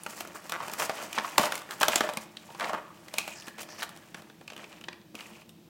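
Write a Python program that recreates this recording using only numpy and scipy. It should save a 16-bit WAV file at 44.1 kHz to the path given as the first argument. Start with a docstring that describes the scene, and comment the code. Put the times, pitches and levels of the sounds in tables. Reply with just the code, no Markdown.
"""A small room, close to the microphone: a toy car is pried out of a stiff plastic blister on a cardboard backing.
Under faint hiss and hum, the card tears and plastic edges and film slide: clumps of filtered clicks over noise.
Drags are narrow gliding noise, creaks are near-regular strikes on a few modes, and sharp snaps are
noise bursts around one ringing pitch. The hollow pack colours them all and the room rings briefly."""
import sys
import numpy as np
from scipy import signal
from scipy.io import wavfile

SR = 44100
rng = np.random.default_rng(int(sys.argv[2]) if len(sys.argv) > 2 else 0)


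def transcribe(signal):
    """Save signal, clipped to [-1, 1], as a 16-bit WAV file at the path in sys.argv[1]."""
    frames = np.atleast_2d(signal).T
    limited = np.clip(frames, -1, 1)
    pcm = np.round(limited * 32767).astype(np.int16)
    wavfile.write(sys.argv[1], SR, pcm)


N = 250914
TIME = np.arange(N) / SR
CUTOFF_HZ = 16000


def from_db(db):
    """Decibels to gain."""
    return 10 ** (np.asarray(db) / 20)


def rms_one(x):
    """Scale to unit rms."""
    return x / np.sqrt(np.mean(x ** 2) + 1e-20)


def struck(x):
    """Scale a blow so that its energy equals 6 ms at unit rms."""
    return x / np.sqrt(np.sum(x ** 2) / (0.006 * SR) + 1e-20)


def at_hz(points, hz):
    """Read a table on a log-frequency axis."""
    table_hz, value = np.transpose(points)
    return np.interp(np.log(hz), np.log(table_hz), value)


def band(x, low, high, designs={}):
    """Causal band-pass; each filter is designed once."""
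    if (low, high) not in designs:
        designs[low, high] = signal.butter(2, [low, high], "band", fs=SR, output="sos")
    return signal.sosfilt(designs[low, high], x + 1e-18)


def half_octaves(low, high):
    """Rows (low, high, centre Hz) of the half-octave bands in a range."""
    edges = 17000 / 2 ** (np.arange(19, -1, -1) / 2)
    return [(a, b, np.sqrt(a * b)) for a, b in zip(edges, edges[1:]) if b > low and a < high]


def drift(rate_hz):
    """Slow random wander with spread 1: low-passed noise made at every 40th sample."""
    pole = np.exp(-80 * np.pi * rate_hz / SR)
    noise = rng.standard_normal(N // 40 + 2002)
    slow = signal.lfilter([1], [1, -2 * pole, pole * pole], noise)[2000:]   # skip the filter's start
    return np.interp(np.arange(N) / 40, np.arange(len(slow)), rms_one(slow))


def add(out, start_s, sound):
    """Mix a sound in at a time."""
    i = int(np.clip(round(start_s * SR), 0, N - 1))
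    out[i:i + len(sound)] += sound[:N - i]


def narrow(t, hz, width_hz):
    """A resonance kept ringing by chance contacts; its centre may glide. Rms 1."""
    lowpass = signal.butter(2, width_hz / 2, fs=SR, output="sos")
    noise = rng.standard_normal((2, len(t) + SR // 20))
    wander = signal.sosfilt(lowpass, noise)[:, -len(t):]
    phase = 2 * np.pi * np.cumsum(hz * np.ones_like(t)) / SR
    return rms_one(wander[0] * np.cos(phase) + wander[1] * np.sin(phase))


# Colour of the room's hiss, relative levels: pitch_hz [Hz], level_db [dB]
AIR_COLOUR = [(15, -47), (25, -16), (48, -13), (157, 3.5), (200, 4), (263, -1), (326, -9), (405, -2),
              (575, -6.5), (1130, -15.5), (1440, -19), (3160, -15), (10100, -26), (14800, -22),
              (16000, -35)]
# Low resonances of the room's hum, before the hum gain: pitch_hz [Hz], width_hz [Hz], level_db [dB]
HUM_RESONANCES = [(102.4, 24, -73.5), (169.6, 27.5, -63.5), (213, 24, -63.5), (308.3, 19.3, -65),
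                  (345, 16, -64.5)]


def background(air_db, hum_gain_db):
    """Faint hiss and a low hum gathered in the room's resonances."""
    air = 0
    for low, high, hz in half_octaves(20, 16000):
        air = air + from_db(at_hz(AIR_COLOUR, hz)) * band(rng.standard_normal(N), low, high)
    hum = 0
    for hz, width, db in HUM_RESONANCES:
        resonance = band(rng.standard_normal(N), hz - width / 2, hz + width / 2)
        hum = hum + from_db(db) * rms_one(resonance)
    return from_db(air_db) * rms_one(air) + from_db(hum_gain_db) * hum


# Decay of the reverberation: pitch_hz [Hz], t60_s [s]
ROOM_DECAY = [(150, 0.42), (800, 0.5), (3000, 0.59), (8000, 0.06), (16000, 0.3)]
# Colour of the reverberation, before the wet level: pitch_hz [Hz], level_db [dB]
ROOM_TONE = [(150, -15.5), (400, -3), (800, -3.5), (2500, -8.5), (7000, -8), (15000, -20)]


def room(x, wall_s, wall_db, gap_s, wet_db):
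    """A near wall answers, and a diffuse tail builds up and dies away, soonest around 8 kHz."""
    t = TIME[:SR // 2]
    tail = 0
    for low, high, hz in half_octaves(100, 16000):
        t60 = at_hz(ROOM_DECAY, hz)
        decay = from_db(at_hz(ROOM_TONE, hz) - 60 * t / t60)
        unit_energy = np.sqrt(2 * np.log(1000) / (SR * t60))   # long decays get no extra energy
        tail = tail + band(rng.standard_normal(len(t)), low, high) * decay * unit_energy
    response = from_db(wet_db) * tail * (1 - np.exp(-(t / gap_s) ** 2))
    response[int(wall_s * SR)] += from_db(wall_db)
    return signal.fftconvolve(x, response)[:N]


# Resonances of the hollow blister and its card: pitch_hz [Hz], width_hz [Hz], level_db [dB]
CAVITY_RESONANCES = [(211, 20, -3.5), (605, 19.5, 0), (867, 210, -11.5), (1170, 110, -8), (2490, 160, -6),
                     (3040, 320, -6), (3460, 160, -14), (7100, 4400, -12)]


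def blister(x):
    """The hollow pack colours everything; so small a sheet radiates no deep bass."""
    rung = 0
    for hz, width, db in CAVITY_RESONANCES:
        rung = rung + from_db(db) * signal.lfilter(*signal.iirpeak(hz, hz / width, fs=SR), x)
    return signal.sosfilt(signal.butter(2, 120, "high", fs=SR, output="sos"), x + rung)


# Between strokes the fingers keep rubbing the pack: time_s [s], level_db [dB]
GRIP_LEVELS = [(0, -57.5), (.42, -56.5), (.6, -50.5), (1.2, -50.5), (1.55, -46), (1.66, -57.5), (1.95, -43),
               (2.3, -64.5), (2.55, -56), (2.85, -63.5), (3.05, -59), (3.4, -56), (3.53, -61),
               (4.05, -61.5), (4.4, -70), (4.7, -60.5), (5.0, -79), (5.69, -76.5)]


def grip_level():
    """Level in dB of the steady finger rub, gliding between the table's points."""
    return np.interp(TIME, *np.transpose(GRIP_LEVELS))


# The hands pull in separate strokes, each with its own mix of tearing, scraping and sliding:
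# start_s [s], length_s [s], tear_db [dB], scrape_over_tear_db [dB], slide_over_tear_db [dB]
PULL_STROKES = [(0.079, 0.06, -48, -3, 3.5), (0.156, 0.062, -42.5, -8, -0.5),
                (0.342, 0.026, -40, -19, -5.5), (0.433, 0.042, -50.5, -6, -0.5),
                (.61, 0.082, -43.5, -18, -6.5), (0.717, 0.021, -40.5, -6, -4),
                (0.774, 0.079, -31.5, -3.5, -3), (0.932, 0.11, -39.5, -4, -8), (1.012, .04, -39.5, -8, -4),
                (1.138, 0.059, -38, -3, -9), (1.206, 0.092, -46, -3, -2), (1.385, 0.081, -30, -5, -5),
                (1.533, 0.031, -52, 7, 7), (1.699, .04, -42.5, -13, -1.5), (1.802, 0.058, -34.5, -2, -13),
                (1.896, 0.082, -35.5, 2.5, -5), (2.024, 0.04, -31, -9, -14),
                (2.207, 0.025, -50.5, -19, 4.5), (2.584, 0.12, -35.5, -6, -16.5),
                (2.726, 0.063, -38, -13, -21), (3.104, 0.23, -54, 6, 4.5), (3.465, 0.021, -52, 7, 4),
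                (3.578, 0.02, -42.5, 3.5, -5), (3.601, 0.02, -54.5, 10, 15.5), (3.676, 0.15, -50, -4, -9),
                (3.777, 0.056, -45.5, 3, 0.5), (4.159, 0.045, -52, -4, -7), (4.573, 0.069, -49, 1, -15),
                (4.678, .11, -56, 3.5, -18), (5.15, 0.14, -52, 0.5, -3), (5.273, 0.15, -56, 1.5, -4.5)]
PULL_ATTACK, PULL_RELEASE_S, PULL_SAG_DB = 0.34, 0.015, 4.5   # share of stroke; time constant; loss over stroke


def effort(steady_db, scrape=0, slide=0):
    """Gain of one friction: each pull builds up, sags and lets go, over the steady rub of the grip."""
    power, t = from_db(steady_db) ** 2, TIME[:SR // 2]
    for start, length, tear_db, scrape_db, slide_db in PULL_STROKES:
        level_db = tear_db + scrape * scrape_db + slide * slide_db
        done = np.clip(t / length, 0, 1)
        attack = np.minimum(done / PULL_ATTACK, 1)
        release = np.exp(-np.maximum(t - length, 0) / PULL_RELEASE_S)
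        stroke = attack * release * from_db(level_db - PULL_SAG_DB * done)
        add(power, start, stroke ** 2)
    return np.sqrt(power)


def friction(colour, per_s, spread_db, smooth_db, clump_db):
    """Fibres part and ridges catch in clumps of tiny clicks, each with its own colour, over a smooth rub; rms 1."""
    born = np.flatnonzero(rng.random(N) < per_s / SR)
    size_db = spread_db * np.minimum(rng.exponential(1, len(born)), 3.5)
    sizes = from_db(size_db + clump_db * drift(41.5)[born])
    out = 0
    for low, high, hz in half_octaves(colour[0][0], colour[-1][0]):
        clicks = np.zeros(N)
        clicks[born] = sizes * rng.standard_normal(len(born))   # drawn anew per band: own colour
        rub = from_db(smooth_db) * rng.standard_normal(N)
        out = out + from_db(at_hz(colour, hz)) * band(rms_one(clicks) + rub, low, high)
    return rms_one(out)


# Colour of tearing card, relative levels: pitch_hz [Hz], level_db [dB]
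CARD_COLOUR = [(100, -22), (200, -7.5), (450, -4.5), (650, -2), (1200, -3.5), (1700, -4), (2500, -17),
               (4000, -39)]


def card_tearing(grip_db):
    """Card fibres part in dense crackle, driven by the pulls and the grip."""
    crackle = friction(CARD_COLOUR, per_s=450, spread_db=2.0, smooth_db=-5.5, clump_db=2.0)
    return from_db(-0.5) * effort(grip_db) * crackle


# Colour of the scraping plastic edge, relative levels: pitch_hz [Hz], level_db [dB]
EDGE_COLOUR = [(1200, -37), (1900, -4.5), (2600, -1), (3200, -6.5), (4200, -13), (6500, -15.5)]


def edge_scraping(grip_db):
    """The plastic edge catches and scrapes, driven by the pulls and the grip."""
    scrape = friction(EDGE_COLOUR, per_s=520, spread_db=2.0, smooth_db=-2.5, clump_db=2.5)
    return from_db(-3.5) * effort(grip_db - 2.5, scrape=1) * scrape


# Colour of the sliding film, relative levels: pitch_hz [Hz], level_db [dB]
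FILM_COLOUR = [(3500, -9), (5200, 2), (7500, 0.5), (10000, -2.5), (15500, -4.5)]


def film_sliding(grip_db):
    """Plastic film slides with a fine, bright rustle, driven by the pulls and the grip."""
    rustle = friction(FILM_COLOUR, per_s=1400, spread_db=1.0, smooth_db=-4.5, clump_db=2.5)
    return from_db(-1.5) * effort(grip_db - 3.5, slide=1) * rustle


# Plastic dragged over plastic excites one resonance of the bent sheet; levels before swell and judder:
# start_s [s], end_s [s], start_hz [Hz], end_hz [Hz], width_hz [Hz], level_db [dB]
DRAGS = [(0.894, 0.91, 797, 620, 160, -26), (2.024, 2.118, 618.5, 590, 80, -38.5),
         (2.487, 2.528, 889, 904, 170, -46), (2.613, 2.735, 708, 721, 129, -39),
         (2.681, 2.933, 1193, 1142, 170, -48), (3.169, 3.333, 2585, 2460, 340, -44.5),
         (3.243, 3.438, 7460, 6870, 1500, -57), (3.352, 3.494, 5330, 5160, 1300, -55),
         (3.316, 4.157, 1760, 1760, 170, -59.5), (3.666, 3.87, 5420, 4960, 1700, -52),
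         (4.539, 4.793, 480, 446, 140, -63), (5.152, 5.28, 2490, 2330, 605, -53)]


def rubs(rough_db, crest, slip_hz, slip_db):
    """Each drag swells quickly, throbs as it sticks and slips, and fades."""
    slip_rate = slip_hz * np.exp(0.15 * drift(14.73))
    slips = np.cos(2 * np.pi * np.cumsum(slip_rate) / SR)
    judder = rms_one(from_db(rough_db * drift(60) + slip_db * slips))
    out, t = np.zeros(N), TIME[:SR]
    for start, end, first_hz, last_hz, width, level_db in DRAGS:
        done = np.clip(t / max(end - start, 0.01), 0, 1)
        swell = np.sqrt(np.interp(done, [0, crest, 1], [0, 1, 0]))
        tone = narrow(t, first_hz + (last_hz - first_hz) * done, width)
        add(out, start, from_db(level_db) * swell * tone)
    return out * judder


# The edge sticks and slips; level before chance: first_slip_s [s], last_slip_s [s], gap_s [s], level_db [dB]
CREAK_RUNS = [(.5272, 0.568, .006, -37), (0.62, 0.67, .009, -47)]
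# Resonances of a slip, relative levels: pitch_hz [Hz], t60_s [s], level_db [dB]
SLIP_MODES = [(1160, 0.024, 0), (1470, 0.0074, 16), (1990, 0.013, 7), (3100, .005, -14)]


def creaks():
    """Near-regular slips ring the same few modes."""
    out, t = np.zeros(N), TIME[:SR // 40]
    for first, last, gap, level_db in CREAK_RUNS:
        for start in np.arange(first, last, gap):
            slip = 0
            for hz, t60, db in SLIP_MODES:
                ring = from_db(db + rng.normal(0, 4.1) - 60 * t / t60)
                slip = slip + ring * np.sin(2 * np.pi * hz * t)
            gain = from_db(level_db + rng.normal(0, 1.4))
            add(out, start + gap * rng.normal(0, 0.025), gain * struck(slip))
    return out


def jolts(cracks, level_db, top_hz):
    """The force of a hard snap jolts the whole pack and the hands with a dull thud."""
    return from_db(level_db) * band(cracks ** 2, 22, top_hz)   # squaring favours the hard snaps


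def shell(t, low, high, t60, flutter_db, flutter_t60, lumpy_db, lead_s, strain_db):
    """One range of the shell's dense modes: the sheet strains, collapses, then rattles on unevenly."""
    after = np.maximum(t - lead_s, 0)
    lumps = from_db(lumpy_db * np.interp(t, np.linspace(0, t[-1], num=50), rng.standard_normal(size=50)))
    rattle = lumps * from_db(flutter_db - 60 * after / flutter_t60)
    collapse = from_db(-60 * after / t60) + rattle
    envelope = np.where(t < lead_s, from_db(strain_db) * t / lead_s, collapse)
    burst = band(rng.standard_normal(len(t)), low, high) * envelope
    return band(burst, low / 2, min(high * 2, CUTOFF_HZ))


# Limits of the shell's thump, body, clack, crack and fizz: edge_hz [Hz]
SHELL_EDGES_HZ = [150, 560, 1700, 4500, 9500, 16000]
# Ring time of the shell in each of those ranges: t60_s [s]
SHELL_RING_S = [0.022, 0.044, 0.02, 0.0096, 0.0096]


def buckle(level_db, ring_hz, bass_fall, treble_fall, ring_db, ring_t60, ring_width, lead_s):
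    """One facet flips: it rings at its own pitch and shakes the shell's other ranges by the given falls per octave."""
    t = TIME[:SR // 10]
    after = np.maximum(t - lead_s, 0)
    lows, highs = SHELL_EDGES_HZ[:-1], SHELL_EDGES_HZ[1:]
    octave = np.log2(np.multiply(lows, highs)) / 2
    away = octave - octave[np.searchsorted(SHELL_EDGES_HZ, ring_hz) - 1]
    levels = level_db + np.where(away < 0, bass_fall * away, -treble_fall * away)
    sound = 0
    for low, high, db, t60 in zip(lows, highs, levels, SHELL_RING_S):
        part = struck(shell(t, low, high, t60, flutter_db=-21.5, flutter_t60=0.15,
                            lumpy_db=5.5, lead_s=lead_s, strain_db=-15.5))
        if low < ring_hz <= high:   # the facet rings on in a cluster of close modes
            decay = (t > lead_s) * from_db(-60 * after / ring_t60)
            ring = struck(narrow(t, ring_hz, ring_width * ring_hz) * decay)
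            part = struck(part + from_db(ring_db) * ring)
        sound = sound + from_db(db) * part
    return sound


# The shell buckles, coloured around the flipping facet's pitch; levels before the common gain:
# time_s [s], level_db [dB], facet_hz [Hz], bass_fall [dB per octave], treble_fall [dB per octave]
BUCKLES = [(0.0348, -42, 9700, 6, -1), (0.0637, -31, 1300, 5.5, 5.5), (0.2068, -36, 728, 3, 1.1),
           (.2507, -41, 1270, 5, 15), (.274, -48.5, 600, -0.5, 1), (0.496, -37.5, 1254, 9, 1),
           (0.5211, -29.5, 1168, 20, 3), (0.6036, -31.5, 1120, 21, 11), (.6108, -37, 1100, 20, 8),
           (.63, -37, 1036, 16, 7), (.6569, -41, 920, 7, 10), (.682, -36.5, 880, 3, 3.5),
           (.6976, -40, 886, 14, 3.5), (.716, -46, 7000, 5, 2), (.736, -38.5, 900, 16, -0.5),
           (.7981, -28.5, 970, 16, 6), (0.8212, -26.5, 1110, 23, 13), (.8957, -24.5, 758, 11, 6.5),
           (.9015, -47, 690, 0.5, 12), (1.1294, -36, 2620, 13, 3.5), (1.178, -23, 1128, 9, 15),
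           (1.1845, -24, 1773, 3, 16), (1.2459, -27, 1110, 14, 12), (1.381, -16.5, 1110, 2.5, 2),
           (1.3821, -18.5, 780, 5, 10), (1.3953, -27, 1112, -1, 4), (1.432, -31, 1330, 8, 2.5),
           (1.44, -27.5, 580, 7, 6), (1.457, -32, 620, 11, 3), (1.5219, -26.5, 1550, 19, 4),
           (1.5547, -35.5, 2100, 8, 1), (1.578, -40.5, 2020, 8, 2), (1.6185, -42.5, 1230, 12, 3.5),
           (1.69, -42, 1590, 3, 10), (1.709, -36.5, 1583, 13, 2.5), (1.72, -38, 1524, 9, 5),
           (1.8012, -38, 9740, 6, 0), (1.8112, -25.5, 913, 10, 3.5), (1.816, -25, 937, 8, 3),
           (1.831, -16, 1400, 22, 3.5), (1.883, -20.5, 679, 11, 2), (1.888, -28.5, 920, 2.5, 8),
           (1.933, -26, 1495, 14, 5.5), (1.958, -20, 7120, 2.5, 8.5), (1.982, -35, 3080, 11, 4),
           (2.0074, -19, 1607, 4, 5.5), (2.0904, -28, 775, 17, 6.5), (2.097, -35, 602, 5, 5),
           (2.136, -40, 814, 2, 2), (2.172, -31.5, 2340, 1, 3.5), (2.37, -37.5, 3940, 10, 12),
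           (2.5028, -43, 897, 3, 9), (2.548, -41.5, 900, 10, 5.5), (2.598, -32, 1607, 18, 5),
           (2.6085, -30.5, 2194, 4, 15), (2.644, -31.5, 2120, 13, 15), (2.695, -30.5, 1120, 18, 7),
           (2.733, -28.5, 826, 5, 11), (2.7423, -29.5, 824, 4, 15), (2.748, -29.5, 1164, 15, 20),
           (3.083, -44, 1880, 6, 6), (3.1396, -35.5, 650, 13, 2), (3.184, -23, 2390, 7, 4),
           (3.2783, -34.5, 685, 19, 3), (3.422, -47.5, 2880, 6, 6), (3.477, -42, 1536, 0, 12),
           (3.482, -41, 1703, 5, 6), (3.6311, -45, 636, 8.5, 1), (3.689, -42, 627, 3, 6),
           (3.8225, -31, 1755, 8, 13), (3.8298, -30, 1610, 13, 3), (3.835, -39, 1280, 13, 2.5),
           (3.8923, -46.5, 1170, 6, 1.5), (3.9631, -52, 690, 6, 1.5), (3.9736, -54, 1187, 6, 0.5),
           (4.1452, -37, 1755, 2.5, 10.5), (4.2205, -50, 710, 2, 3), (4.299, -50, 1840, 0.5, 18),
           (4.4119, -54.5, 2420, -2, 7), (4.4786, -40, 2690, 7, 9.5), (4.5018, -42.5, 2670, 3, 10),
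           (4.521, -50, 2860, -1, 9), (4.5333, -48, 2760, 2, 7), (4.5645, -44.5, 2850, 1.5, 7),
           (4.578, -46.5, 2600, 0.5, 6), (4.642, -42.5, 2526, 12, 15), (4.7283, -54, 1240, 8, 6),
           (4.8117, -48.5, 2600, 2.5, 6), (4.84, -42, 2800, 6.5, 11), (4.8845, -33, 1740, 3, 21),
           (4.9296, -43.5, 2420, 6, 15), (5.015, -61, 4100, 1, 7), (5.146, -39.5, 259, 5, 7.5),
           (5.1523, -40.5, 2430, 6.5, 5.5), (5.1896, -45, 2490, 11, 15), (5.2075, -40.5, 2740, 5, 10),
           (5.4926, -53, 3330, 7, 1.5)]
TICKS_PER_S, TICK_DB, TICK_SPREAD_DB = 12, -0.5, 5   # mean rate; level over the grip's, before gain; +/- spread
TICK_LOW_HZ, TICK_HIGH_HZ = 1100, 3310


def snaps(grip_db, lead_s, gain_db):
    """The big buckles, and small creases that give way at random while the pack is gripped."""
    waits, sizes, pitches = rng.random((96, 3)).T
    times = np.cumsum(-np.log(1 - waits)) / TICKS_PER_S
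    ticks_db = np.interp(times, TIME, grip_db) + TICK_DB + TICK_SPREAD_DB * (2 * sizes - 1)
    ticks_hz = TICK_LOW_HZ * (TICK_HIGH_HZ / TICK_LOW_HZ) ** pitches
    ticks = [(s, db, hz, 5, 6) for s, db, hz in zip(times, ticks_db, ticks_hz)]
    out = np.zeros(N)
    for s, level_db, *colour in list(BUCKLES) + ticks:
        snap = buckle(level_db + gain_db, *colour, ring_db=1.5, ring_t60=0.02, ring_width=0.19, lead_s=lead_s)
        add(out, s - lead_s, snap)   # the strain comes first, so the collapse lands on time
    return out


def scene():
    """Snaps, creaks and friction of the pack, in the room."""
    grip_db = grip_level()
    frictions = card_tearing(grip_db) + edge_scraping(grip_db) + film_sliding(grip_db)
    drags = creaks() + rubs(rough_db=5, crest=0.17, slip_hz=114.7, slip_db=1.0)
    cracks = snaps(grip_db, lead_s=0.004, gain_db=-1.8)
    pack = blister(cracks + drags + frictions)
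    heard = pack + room(pack, wall_s=0.013, wall_db=-21.5, gap_s=0.0059, wet_db=-3.0)
    thuds = jolts(cracks, level_db=-14, top_hz=62)
    return (heard + thuds + background(air_db=-59.5, hum_gain_db=0.5))[None]


def record(dry):
    """The loudest cracks are rounded by overload; the top is cut steeply."""
    ceiling = 0.75   # full scale is 1
    rounded = dry / (1 + (dry / ceiling) ** 4) ** 0.25
    return signal.sosfilt(signal.ellip(10, 0.2, 80, CUTOFF_HZ, fs=SR, output="sos"), rounded)


dry = scene()
out = record(dry)
transcribe(out)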